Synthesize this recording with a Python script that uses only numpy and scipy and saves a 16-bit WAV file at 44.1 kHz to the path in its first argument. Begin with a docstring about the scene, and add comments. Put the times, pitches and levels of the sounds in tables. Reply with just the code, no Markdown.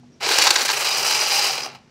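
"""A quiet room in which a small motorised card shuffler runs for a moment above a low hum.
Random contacts of plastic gear teeth excite the modes of the housing, and a loose wheel rings on top.
Cards scrape through and slap into the tray as filtered contacts; single parts knock as decaying sines.
A thin motor tone wavers throughout; then the wheels run empty, tick ever slower and coast to a stop.
Feedback delays add a little room sound."""
import sys
import numpy as np
from scipy import signal
from scipy.fft import rfft, irfft, next_fast_len
from scipy.io import wavfile
from scipy.ndimage import uniform_filter1d

SR = 44100
rng = np.random.default_rng(int(sys.argv[2]) if len(sys.argv) > 2 else 0)


def master(y):
    """Save y as 16-bit WAV."""
    cut = np.clip(np.atleast_2d(y).T, -1, 1)
    pcm = np.round(cut * 32767)  # scale
    wavfile.write(sys.argv[1], SR, pcm.astype(np.int16))


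def amplitude_ratio(level_db):
    """Convert a level in decibels to the matching linear amplitude (field) ratio."""
    exponent = np.asarray(level_db, float) / 20
    return 10 ** exponent


N = 83790  # samples
TIME_S = np.arange(N) / SR


def rms_one(x):
    """Normalisation: scales x to an rms of 1."""
    return x / np.sqrt(np.mean(x ** 2) + 1e-20)


def in_time(rows):
    """Linear interpolation: turns rows of (start_s, values..) into one curve per column."""
    start_s, *columns = np.transpose(rows)
    return [np.interp(TIME_S, start_s, column) for column in columns]


def drift(rate_hz):
    """Low-pass filtered noise: a slow random curve, rms 1, from a double real pole at rate_hz."""
    r = np.exp(-2 * np.pi * rate_hz / SR)
    noise = rng.standard_normal(N + SR)
    settled = signal.lfilter([1], [1, -2 * r, r * r], noise)[SR:]
    return rms_one(settled)


def colour(x, spectrum):
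    """Minimum-phase filtering: the folded cepstrum of a smooth gain curve gives its causal response."""
    size = next_fast_len(N + 4096)
    hz = np.maximum(np.arange(size // 2 + 1) * SR / size, 1)
    point_hz, point_db = np.transpose(spectrum)
    log_gain = np.interp(np.log(hz), np.log(point_hz), point_db) * np.log(10) / 20
    cepstrum = irfft(log_gain, size)
    cepstrum[1:size // 2] *= 2
    cepstrum[size // 2 + 1:] = 0
    return irfft(rfft(x, size) * np.exp(rfft(cepstrum)), size)[:N]


def resonate(x, hz, width_hz):
    """Resonance: a pole pair whose radius sets the bandwidth, with gain near 1 at its peak."""
    r = np.exp(-np.pi * width_hz / SR)
    gain = (1 - r * r) / 2
    poles = [1, -2 * r * np.cos(2 * np.pi * hz / SR), r * r]
    return signal.lfilter([gain, 0, -gain], poles, x + 1e-18)


def clicks(per_s, spread_db):
    """Random impulse process: contacts at chance times, of uneven size and sign; rms 1."""
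    excess = np.minimum(rng.exponential(1, N), 5)
    sizes = amplitude_ratio(spread_db * excess) * rng.choice([-1, 1], N)
    return rms_one(sizes * (rng.random(N) < per_s / SR))


def body(x, spectrum, modes, share_db):
    """Modal superposition: a broad colour plus modes of alternating sign, set to unit impulse energy."""
    def path(v):
        ringing = 0
        for k, (hz, width_hz, db) in enumerate(modes):
            ringing = ringing + (-1) ** k * amplitude_ratio(db) * resonate(v, hz, width_hz)
        return colour(v, spectrum) + amplitude_ratio(share_db) * ringing

    pulse = np.zeros(N)
    pulse[0] = 1
    return path(x) / np.sqrt(np.sum(path(pulse) ** 2))


def bursts(rows):
    """Transient envelopes: sums exponential rises and decays from (start_s, level_db, rise_s, decay_s)."""
    out = 0
    for start_s, db, rise_s, decay_s in rows:
        since = np.maximum(TIME_S - start_s, 0)
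        out = out + amplitude_ratio(db) * (1 - np.exp(-since / rise_s)) * np.exp(-since / decay_s)
    return out


def tilt(x, low_db, high_db):
    """Shelving: adds or removes the band below 1400 Hz and the band above 7500 Hz."""
    low = signal.sosfilt(signal.butter(1, 1400, fs=SR, output="sos"), x)
    high = signal.sosfilt(signal.butter(2, 7500, "high", fs=SR, output="sos"), x)
    return x + low * (amplitude_ratio(low_db) - 1) + high * (amplitude_ratio(high_db) - 1)


# spectral shape of the room noise: hz, relative_db
FLOOR_SPECTRUM = [(15, -40), (45, -7.5), (60, -12.5), (150, -0.5), (250, -6.5), (400, -10.5), (800, -20.5),
                  (1500, -22.5), (3500, -26.5), (5800, -26), (7000, -32), (9000, -40), (15000, -59.5)]


def room_noise():
    """Broadband noise: white noise takes a smooth spectrum, and its level wavers slightly."""
    level = amplitude_ratio(-55.5 + 0.58 * drift(21))
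    return level * rms_one(colour(rng.standard_normal(N), FLOOR_SPECTRUM))


# wavering low tones: pitch_hz, width_hz (of each of two filter passes), level_db
HUM_TONES = [(134.2, 20, -56), (220.3, 8.3, -65.5), (243.8, 3.7, -57.5)]


def hums():
    """Narrow-band noise: noise through two equal resonances is heard as a tone of wavering level."""
    out = 0
    for hz, width_hz, db in HUM_TONES:
        once = resonate(rng.standard_normal(N + SR), hz, width_hz)
        out = out + amplitude_ratio(db) * rms_one(resonate(once, hz, width_hz)[SR:])
    return out


# soft rustles around the machine: start_s, level_db (before the envelope's rise and decay),
# rise_s, decay_s, centre_hz, width_hz (of each of two filter passes)
RUSTLE_EVENTS = [(0.031, -49, 0.0027, .012, 790, 370.4), (0.099, -48, 0.027, 0.037, 346, 250),
                 (0.12, -54.5, 0.018, .025, 5600, 500), (1.859, -56.5, 0.0089, 0.0072, 356.4, 323)]


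def rustles():
    """Enveloped band noise: twice-resonated noise swells and dies away."""
    out = 0
    for *envelope, hz, width_hz in RUSTLE_EVENTS:
        once = resonate(rng.standard_normal(N), hz, width_hz)
        out = out + bursts([envelope]) * rms_one(resonate(once, hz, width_hz))
    return out


# the drive slackens for a moment: centre_s, change_db (mostly dips)
SLACK_MOMENTS = [(.38, -3), (.643, -4), (.675, -4), (0.726, -9.5), (.758, -0.5), (.841, -5.5),
                 (0.924, -1.5), (0.9, -5), (1.041, -2), (1.302, 0.5)]


def slack():
    """Amplitude modulation: brief bell-shaped changes of the drive, in dB."""
    spread_s = 0.0033
    return sum(db * np.exp(-((TIME_S - s) / spread_s) ** 2 / 2) for s, db in SLACK_MOMENTS)


def coasting_ticks():
    """Rotational modulation: once a turn the coasting wheel ticks, ever slower; level swing in dB."""
    start_s, turn_hz, sag_hz_per_s = 1.5295, 78.6, 40
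    swing_db, grows_s = 10, 0.1
    since = np.maximum(TIME_S - start_s, 0)
    turns = turn_hz * since - sag_hz_per_s * since ** 2 / 2
    return swing_db * np.minimum(since / grows_s, 1) * (np.cos(np.pi * turns) ** 2 - 0.5)


# drive of the gear train: start_s, level_db, boom_db (bass tilt), treble_db (treble tilt),
# wheel_db (push on the loose wheel, relative)
GEAR_DRIVE = [(.2, -59, 8, 2, -68), (.208, -37.5, 11.5, 4, -53), (.226, -34, 12, 6, -52),
              (.232, -25, 7.5, -5, -54), (.3, -21, 2, 4, -48), (.45, -18, 2.5, 5.5, -45),
              (.54, -28, 6.5, 8, -25.5), (.61, -28.5, 10, 10.5, -28.5), (.675, -27, -2.5, 3.5, -49),
              (.72, -21.5, 0.5, 5.5, -43), (.76, -28, 3, 5.5, -52), (.84, -23, 3, 7.5, -23),
              (.87, -19.5, 0, 2, -22), (1.03, -25, 1.5, 7, -21), (1.11, -19.5, -2.5, 4.5, -19.5),
              (1.2, -23.5, 1, 5, -21), (1.29, -22, -1, 4, -19.5), (1.36, -20, -3, 5.5, -15.5),
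              (1.46, -19, 0.5, 3, -20.5), (1.53, -26.5, 0, 4, -22), (1.6, -31.5, 5, 0, -31.5),
              (1.65, -34.5, 7.5, 6, -24), (1.7, -51, 18, 0, -58), (1.76, -58, 13.5, 4, -71),
              (1.81, -75.5, 17, -9.5, -88)]
# modes of the housing: pitch_hz, width_hz, relative_db
HOUSING_MODES = [(828, 200, -2), (1043, 17, -2), (2422, 68, 1), (3080, 32, -16), (4030, 245, 2.5),
                 (5815, 65.7, -3), (5900, 110, -21), (8670, 66, -11.5), (11640, 100, -21),
                 (14540, 400, -20)]
# broad colour of the tooth chatter: hz, relative_db
CHATTER_SPECTRUM = [(120, -77.5), (200, -29), (386, -5.5), (717, -7.5), (800, -0.5), (1820, -6),
                    (2870, 1.5), (3630, -8.5), (4860, -0.5), (12300, -25.5), (15600, -24)]
# gear teeth catch harder: start_s, relative_db, decay_s
TOOTH_CATCHES = [(0.649, 0, 0.0076), (.681, -1, .006), (0.728, -8, 0.0088), (0.765, -9, 0.026),
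                 (0.806, 4, 0.0041), (0.848, -10, 0.018), (1.0274, 4, 0.0037), (1.0443, -3, 0.013),
                 (1.1063, 1.5, 0.0083), (1.1497, 2, 0.0038), (1.189, -8.5, 0.02), (1.22, -1, 0.0052),
                 (1.3095, -0.5, 0.0067), (1.391, -1, 0.0058), (1.529, -3.5, 0.0051), (1.5771, -3, 0.0038),
                 (1.658, -15, 0.0041), (1.735, -30.5, 0.0041), (1.748, -24, 0.0066)]


def gears():
    """Impulsive excitation: teeth drive the housing modes, swelling once a shaft turn; a wheel joins."""
    level_db, boom_db, treble_db, wheel_db = in_time(GEAR_DRIVE)
    shaft_hz, shaft_db, uneven_db = 50, 0.23, 0.7
    shaft_phase = 2 * np.pi * shaft_hz * TIME_S + 0.27 * drift(4.74)
    turn_db = shaft_db * np.sin(shaft_phase) + uneven_db * drift(31)
    turn_db = turn_db + coasting_ticks() / 2 + slack()
    push = amplitude_ratio(level_db + turn_db) * (TIME_S > GEAR_DRIVE[0][0])
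    catch_db, catch_rise_s = -17.5, 0.0025
    push = push + bursts([(s, db + catch_db, catch_rise_s, decay_s) for s, db, decay_s in TOOTH_CATCHES])
    teeth = clicks(per_s=4500, spread_db=2) * push
    chatter = body(teeth, CHATTER_SPECTRUM, HOUSING_MODES, share_db=-6)
    wheel = loose_wheel(wheel_db)
    return tilt(chatter, boom_db + 0.12 * drift(30), treble_db + 2.14 * drift(30)) + wheel


# modes of the loose wheel: pitch_hz, width_hz, relative_db
WHEEL_MODES = [(4610, 200, -7.5), (4800, 156, 2), (4935, 170, 0.5), (5200, 150, -5.5), (5910, 210, -10.5)]


def loose_wheel(wheel_db):
    """Modal ringing: random taps, first softened around 6700 Hz, ring modes of wavering strength."""
    taps = clicks(per_s=2200, spread_db=2)
    push_db = wheel_db + 17.5 + 1.4 * drift(60) + coasting_ticks() + slack()
    taps = taps * amplitude_ratio(push_db) * (TIME_S > GEAR_DRIVE[0][0])
    softened = resonate(taps, 6700, 2600)
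    out = 0
    for k, (hz, width_hz, db) in enumerate(WHEEL_MODES):
        mode_gain = amplitude_ratio(db + 1.2 * drift(3.8))
        out = out + (-1) ** k * mode_gain * resonate(softened, hz, width_hz)
    return out


# motor tone: start_s, pitch_hz, level_db (of the sine's peak, before wavering)
WHINE_PATH = [(.21, 790, -56), (.3, 781.4, -50), (.8, 795, -42.5), (1.05, 785, -31), (1.1, 851, -39.5),
              (1.29, 851, -32.5), (1.345, 770, -34), (1.4, 811, -28), (1.445, 860, -47), (1.52, 779, -47),
              (1.7, 756, -49), (1.8, 781, -61.5)]


def whine():
    """Frequency modulation: a thin sine whose pitch and level waver at random around a set path."""
    hz, db = in_time(WHINE_PATH)
    phase = 2 * np.pi * np.cumsum(hz * (1 + 0.01143 * drift(12.7))) / SR
    running = (TIME_S > WHINE_PATH[0][0]) * (TIME_S < WHINE_PATH[-1][0])
    return amplitude_ratio(db + 3 * drift(40)) * np.sin(phase) * running


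# cards scraping through while the stack feeds: start_s, level_db
FEED_LEVEL = [(.225, -42), (.231, -38), (.25, -26.5), (.32, -27), (.38, -21), (.39, -19), (.44, -24),
              (.465, -17.5), (.49, -22.5), (.53, -25), (.62, -23.5), (.71, -32), (.9, -45)]
# cards slap home as short rattles: start_s, level_db (before rise and decay), rise_s, decay_s,
# brightness_db (treble tilt until the next slap; the bass tilts by half as much the other way)
CARD_SLAPS = [(.289, -10, 0.00062, 0.0037, 4.5), (0.313, -14, 0.00089, 0.0042, -9),
              (0.32, -8.5, 0.00045, 0.0029, 7), (0.333, -16, 0.001, 0.0026, 5),
              (0.386, 0.5, 0.00028, 0.0017, 9), (0.394, -13, 0.0009, 0.0033, 1),
              (0.418, -3, 0.0019, 0.0041, 7.5), (.422, -4.5, .001, 0.0031, 6.5),
              (0.4687, -1.5, 0.0011, 0.0027, -4.5), (0.4734, -2.5, 0.0025, 0.0032, -9),
              (0.5051, 5.5, 0.0015, 0.0034, 6.5), (0.5557, -10, 0.0011, 0.0026, -10),
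              (0.559, -1.5, 0.0013, 0.0034, 3), (0.631, -17, 0.0008, 0.0032, -1),
              (0.655, -14, 0.001, 0.0079, 7.5), (0.6891, -9.5, 0.0027, 0.0028, -15),
              (0.698, -11, 0.0018, 0.0047, -5), (0.708, -18, 0.0026, 0.011, -4)]
# broad colour of the cards: hz, relative_db
CARD_SPECTRUM = [(120, -45.5), (200, -40), (358, -2.5), (654, -13), (814, 4.5), (1380, -1.5), (1600, -0.5),
                 (3260, -1.5), (4690, 4.5), (15600, -34)]
# modes of the tray: pitch_hz, width_hz, relative_db
TRAY_MODES = [(1590, 79, 2), (2980, 310, -10), (3840, 24, -3.5), (4564, 160, 7.5), (4506, 71, 5),
              (6030, 260, -1), (6880, 330, 1)]


def cards():
    """Friction and impact: edges scrape along the guides and slap into the tray, ringing its modes."""
    feed_db, = in_time(FEED_LEVEL)
    feeding = (TIME_S > FEED_LEVEL[0][0]) * (TIME_S < FEED_LEVEL[-1][0])
    push = amplitude_ratio(feed_db + 3.2 * drift(24) + slack()) * feeding
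    slaps = bursts([row[:4] for row in CARD_SLAPS]) * clicks(per_s=16000, spread_db=2.5)
    scrapes = clicks(per_s=2500, spread_db=1.5) * push
    sound = body(scrapes + slaps, CARD_SPECTRUM, TRAY_MODES, share_db=-0.1)
    slap_table = np.array(CARD_SLAPS)
    latest = np.maximum(np.searchsorted(slap_table[:, 0], TIME_S) - 1, 0)
    bright_db = uniform_filter1d(slap_table[latest, 4], size=40)  # smooths the steps
    return tilt(sound, -bright_db / 2, bright_db)


# single parts knock: start_s, relative_db, pitch_hz, t60_s (time to decay by 60 dB)
PART_KNOCKS = [(0.267, -18.5, 401.7, 0.034), (0.307, -15, 416, 0.027), (0.458, -14, 788, 0.025),
               (0.475, -20, 1629, 0.069), (.61, -24.5, 415, 0.058), (0.623, -32, 255, 0.052),
               (.69, -11.5, 1590, 0.024), (.272, -35, 14500, .018), (.310, -34, 14600, .018),
               (0.762, -22.5, 5900, 0.062), (0.912, -19.5, 3730, 0.038), (1.21, -16, 5800, 0.041),
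               (1.392, -15.5, 4080, 0.028), (1.495, -19.5, 780, 0.057), (1.661, -22.5, 772, 0.03)]


def knocks():
    """Free decay: each knock is one mode, a sine of chance phase that dies exponentially."""
    out = 0
    for start_s, db, hz, t60_s in PART_KNOCKS:
        phase = rng.uniform(0, 2 * np.pi)
        envelope = 2 * bursts([(start_s, db, 0.003, t60_s / np.log(1000))])
        out = out + envelope * np.sin(2 * np.pi * hz * TIME_S + phase)
    return out


def room(x):
    """Reverberation: eight feedback delays lose level and treble on every round."""
    t60_s, wall_cut_hz = 0.37, 6100
    dull = np.exp(-2 * np.pi * wall_cut_hz / SR)
    lags = (rng.uniform(0.012, 0.035, 8) * SR).astype(int)
    out = np.zeros(N)
    for k, lag in enumerate(lags):
        loop, state = x.copy(), [0.]
        gain = amplitude_ratio(-60 * lag / SR / t60_s)
        for i in range(lag, N, lag):
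            back, state = signal.lfilter([gain * (1 - dull)], [1, -dull], loop[i - lag:i], zi=state)
            loop[i:i + lag] += back[:N - i]
        out += (loop - x) * (-1) ** k  # reflections only
    return out


def scene():
    """Superposition: the machine without its bass, a little of its room sound, and the background."""
    machine = gears() + whine() + cards() + knocks()
    machine = signal.sosfilt(signal.butter(2, 196, "high", fs=SR, output="sos"), machine)
    reflections = amplitude_ratio(-19) * room(machine)
    background = hums() + rustles() + room_noise()
    return (machine + reflections + background)[None]


def top_cut(x):
    """Nothing passes above the cut-off."""
    return signal.sosfilt(signal.butter(12, 15770, fs=SR, output="sos"), x)


def record(dry):
    """Saturation and band limiting: peaks are rounded, then the deep bass and the top are cut."""
    ceiling = 0.9
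    mix = ceiling * np.tanh(dry / ceiling)
    mix = signal.sosfilt(signal.butter(4, 46, "high", fs=SR, output="sos"), mix)
    mix = signal.sosfilt(signal.ellip(12, 0.5, 70, 15750, fs=SR, output="sos"), mix)
    return top_cut(mix)


dry = scene()
out = record(dry)
master(out)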